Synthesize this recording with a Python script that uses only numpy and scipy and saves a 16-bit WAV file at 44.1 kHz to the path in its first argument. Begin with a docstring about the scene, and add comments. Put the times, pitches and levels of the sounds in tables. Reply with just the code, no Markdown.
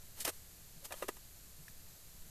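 """Inflatable toy deflating

A vinyl toy sags on a carpet in a small, dead room while its air hisses out steadily.
The skin slides over itself in short bright scuffs, folds buckle with soft hollow pops
and tight creases tick. A low rumble lies underneath."""
import sys
import numpy as np
from scipy import signal
from scipy.fft import rfft, irfft, next_fast_len
from scipy.io import wavfile
from scipy.ndimage import map_coordinates

SR = 44100
rng = np.random.default_rng(int(sys.argv[2]) if len(sys.argv) > 2 else 0)


def file_out(sig):
    """Save sig as 16-bit WAV at sys.argv[1]."""
    # one column per channel
    cols = np.atleast_2d(sig).T
    # limit, then scale
    lim = np.clip(cols, -1, 1)
    pcm = np.round(lim * 32767).astype(np.int16)
    wavfile.write(sys.argv[1], SR, pcm)


N = 101429

# skin scuffs and, at 0.338 s, a faint brief swell of the hiss: peak_s, rise_s, fall_s, rasp_db, drum_db
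SWELLS = [ (.192, 0.015, 0.014, -49.5, -60.5), (0.206, 0.0026, 0.005, -36.5, -72),
          (0.217, 0.0075, 0.0094, -39.5, -63), (0.2531, 0.0023, 0.0027, -28, -43.5),
          (0.261, 0.0078, 0.01, -37.5, -46.5), (0.28, 0.0028, 0.0037, -34, -36.5),
          (0.294, 0.0073, 0.0053, -35.5, -41), (.338, 0.013, 0.037, -58, -79),
          (0.855, 0.0067, 0.0069, -42, -56), (0.924, 0.0013, 0.0052, -40.5, -49),
          (0.928, 0.01, 0.01, -56.5, -52), (1.000, 0.061, 0.037, -53, -64),
          (1.026, 0.0032, 0.0098, -46, -47), (1.0856, 0.0016, 0.006, -37.5, -41.5),
          (1.168, 0.0026, 0.0049, -56, -66), (1.685, 0.0013, 0.0043, -54, -68), ]
# friction rasp: freq_hz, gain_db
RASP_SPECTRUM = [(300, -6), (900, -24), (1600, -3), (2500, -2.5), (3700, -0.5), (5200, 0), (7000, 1.5),
                 (9000, 3.5), (11000, 1), (13000, 2.5)]
# drumming of the skin: freq_hz, gain_db
DRUM_SPECTRUM = [(120, -34), (220, -34), (310, -6.5), (480, -0.5), (700, -3), (1000, -4.5), (1280, -7),
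                 (1550, -7.5), (1900, -8), (4000, -17), (9000, -50)]
# folds buckling: start_s, level_db, pitch_hz, t60_s, sheet_gain_db
FOLD_POPS = [ (.2510, -40, 679, 0.046, -13), (0.267, -39, 1275, 0.042, -23),
             (0.2764, -32.5, 485, 0.057, -9), (.2830, -34, 303, 0.034, -10),
             (.2900, -33.5, 476, 0.039, -13), (0.8260, -53, 553, 0.08, -20),
             (0.9072, -35.5, 564, 0.016, -4.5), (.9155, -35.5, 708, 0.028, -19),
             (0.9240, -47, 768, 0.04, -8), (0.9393, -28.5, 570, 0.013, -13),
             (1.0240, -20.5, 541, 0.018, -9), (1.029, -37, 350, 0.019, 1), (1.0403, -37.5, 378, 0.036, -10),
             (1.0890, -21, 391, 0.016, -9.5), (1.168, -45, 830, 0.012, -3), ]
# modes of a fold: pitch_ratio, gain_db
FOLD_MODES = [(1, -1), (1.9, -13.5), (3.1, -21.5)]
# modes of the slack sheet: freq_hz, gain_db, t60_s
SHEET_MODES = [(357, -13, 0.033), (1000, -9.5, 0.034), (1226, -5.5, 0.033), (1680, -10, 0.03),
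               (1924, -8.5, 0.031), (2740, -8, 0.021), (3680, -8.5, 0.011)]
# creases snapping: start_s, level_db, pitch_hz, t60_s, overtones_db
CREASE_TICKS = [ (.2510, -34, 2500, 0.026, -6), (.2690, -37, 2017, .02, -1), (0.28, -45, 1850, 0.01, -8),
                (.2875, -39, 1870, 0.02, -8), (0.9224, -37, 1748, 0.025, -1),
                (0.939, -43.5, 3140, 0.024, -12), (1.6810, -36, 1775, 0.011, -12),
                (1.6820, -45, 5500, 0.011, -15), ]
# overtones of a crease: pitch_ratio, gain_db
CREASE_OVERTONES = [(1.39, 0), (2.03, -6), (3.03, -9.5)]
# escaping air: freq_hz, gain_db
HISS_SPECTRUM = [(120, -16), (300, 2.5), (420, 3), (530, 1), (650, 1.5), (820, -1.7), (1450, -2),
                 (1720, -1), (1950, -2), (3500, -1.9), (4200, 1.6), (4800, 1.5), (5350, -1.5), (6400, 2.5),
                 (7500, 4), (8200, 2), (8950, -0.5), (9700, 1.5), (11200, 1), (11800, 3.5), (12500, 6),
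                 (13100, 5), (14000, -2.5)]
# low rumble, with inaudible sub-bass drift below it at 12 Hz and under: freq_hz, gain_db
RUMBLE_SPECTRUM = [(12, 8), (25, -3.5), (45, -3.5), (85, -4.5), (125, -12), (160, -8.5), (210, -17),
                   (280, -25), (450, -45), (900, -75)]
# soft background bumps: peak_s, level_db, pitch_hz, half_width_s
LOW_BUMPS = [(.780, -58, 153, 0.019), (1.274, -63, 127, 0.025), (1.605, -55.5, 155, 0.021),
             (1.702, -54, 140, 0.0056)]


def scuffs(shape=1.53):
    """Each slide swells and fades; its slips rasp in the treble and drum on the skin."""
    t, rasp_power, drum_power = np.arange(N) / SR, np.zeros(N), np.zeros(N)
    for peak_s, rise_s, fall_s, rasp_db, drum_db in SWELLS:
        width_s = np.where(t < peak_s, rise_s, fall_s)
        swell = np.exp(-np.abs((t - peak_s) / width_s) ** shape)
        rasp_power += amp(rasp_db) ** 2 * swell
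        drum_power += amp(drum_db) ** 2 * swell
    rasp = early_reflections(coloured(stick_slip(), RASP_SPECTRUM))
    drum = early_reflections(coloured(stick_slip(), DRUM_SPECTRUM))
    return np.sqrt(rasp_power) * rasp + np.sqrt(drum_power) * drum


def stick_slip(slips_per_s=9000, click_share=0.27):
    """Dense tiny clicks share the power with smooth friction noise."""
    clicks = unit_rms(rng.standard_normal(N) * (rng.random(N) < slips_per_s / SR))
    return np.sqrt(click_share) * clicks + np.sqrt(1 - click_share) * rng.standard_normal(N)


def early_reflections(x, count=4, gain_db=-7.5, spread_s=0.010):
    """Short room echoes give the scuffs a slightly pitched colour; output at rms 1."""
    paths = [(spread_s * lag, np.sign(side - 0.5)) for lag, side in rng.random((count, 2))]

    def comb(hz):
        echoes = sum(sign * np.exp(-2j * np.pi * hz * delay_s) for delay_s, sign in paths)
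        return 1 + amp(gain_db) * echoes / np.sqrt(count)
    return unit_rms(filtered(x, comb))


def fold_pops(attack_s=0.0014, scatter_db=1.5, low_cut_hz=230):
    """A fold snaps through, sounds its note and rings the sheet, too thin to radiate bass."""
    out, t = np.zeros(N + SR), np.arange(SR // 8) / SR
    attack = 1 - np.exp(-t / attack_s)
    for start_s, level_db, pitch_hz, t60_s, sheet_gain_db in FOLD_POPS:
        note = sum(amp(db) * ring(t, pitch_hz * ratio, t60_s) for ratio, db in FOLD_MODES)
        sheet = sum((-1) ** k * amp(db - scatter_db * rng.normal()) * ring(t, hz, mode_t60_s)
                    for k, (hz, db, mode_t60_s) in enumerate(SHEET_MODES))
        pop = note + amp(sheet_gain_db) * sheet
        out[round(start_s * SR):][:len(t)] += amp(level_db) * attack * pop
    low_cut = signal.butter(2, low_cut_hz, "highpass", fs=SR, output="sos")
    return signal.sosfilt(low_cut, out[:N])


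def crease_ticks(attack_s=0.00083):
    """A tight crease flips over with a short, high tick."""
    out, t = np.zeros(N + SR), np.arange(SR // 8) / SR
    attack = 1 - np.exp(-t / attack_s)
    for start_s, level_db, pitch_hz, t60_s, overtones_db in CREASE_TICKS:
        overtones = sum(amp(db) * ring(t, pitch_hz * ratio, t60_s) for ratio, db in CREASE_OVERTONES)
        tick = ring(t, pitch_hz, t60_s) + amp(overtones_db) * overtones
        out[round(start_s * SR):][:len(t)] += amp(level_db) * attack * tick
    return out[:N]


def air_hiss(level_db=-58, waver_db=0.18):
    """Escaping air hisses steadily, wavering a little."""
    gain = amp(level_db + waver_db * wobble(knots_per_s=8.4))
    return gain * coloured(rng.standard_normal(N), HISS_SPECTRUM)


def carpeted_room(x, tail_db=-20.5, t60_s=0.1, predelay_s=0.003):
    """Carpet absorbs the sound, leaving a very short tail."""
    t = np.arange(SR // 4) / SR
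    tail = rng.standard_normal(len(t)) * np.exp(-np.log(1000) * t / t60_s) * (t > predelay_s)
    return x + amp(tail_db) * signal.fftconvolve(x, tail / np.linalg.norm(tail))[:N]


def low_rumble(level_db=-56.5, waver_db=1.0):
    """Low rumble and a few soft bumps over inaudible sub-bass drift."""
    t, bumps = np.arange(N) / SR, np.zeros(N)
    for peak_s, bump_db, pitch_hz, half_width_s in LOW_BUMPS:
        swell = np.exp(-((t - peak_s) / half_width_s) ** 2)
        bumps += amp(bump_db) * swell * np.sin(2 * np.pi * pitch_hz * (t - peak_s))
    gain = amp(level_db + waver_db * wobble(knots_per_s=6.13))
    return bumps + gain * coloured(rng.standard_normal(N), RUMBLE_SPECTRUM)


def amp(db):
    """Decibels to gain."""
    return 10 ** (np.asarray(db) / 20)


def unit_rms(x):
    """Scale to rms 1."""
    return x / np.sqrt(np.mean(x ** 2) + 1e-20)


def filtered(x, response):
    """Apply response(hz) by FFT."""
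    size = next_fast_len(N + 8192)
    return irfft(rfft(x, size) * response(np.fft.rfftfreq(size, 1 / SR)), size)[:N]


def coloured(x, spectrum):
    """Shape x by a spectrum on a log frequency axis; output at rms 1."""
    freq_hz, gain_db = np.transpose(spectrum)
    return unit_rms(filtered(x, lambda hz: amp(np.interp(np.log(hz + 1), np.log(freq_hz + 1), gain_db))))


def wobble(knots_per_s):
    """Smooth random curve."""
    knots = rng.standard_normal(int(N * knots_per_s / SR) + 4)
    return map_coordinates(knots, [np.arange(N) * knots_per_s / SR])


def ring(t, hz, t60_s):
    """One decaying mode."""
    return np.sin(2 * np.pi * hz * t) * np.exp(-np.log(1000) * t / t60_s)


def scene():
    """Sagging skin over hiss and rumble, mono."""
    skin = scuffs() + fold_pops() + crease_ticks()
    return (carpeted_room(skin) + air_hiss() + low_rumble())[None]


def record(dry, cutoff_hz=14080, edge_hz=300):
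    """Steep low-pass."""
    return np.array([filtered(x, lambda hz: np.clip((cutoff_hz - hz) / edge_hz + 0.5, 0, 1))
                     for x in dry])


dry = scene()
out = record(dry)
file_out(out)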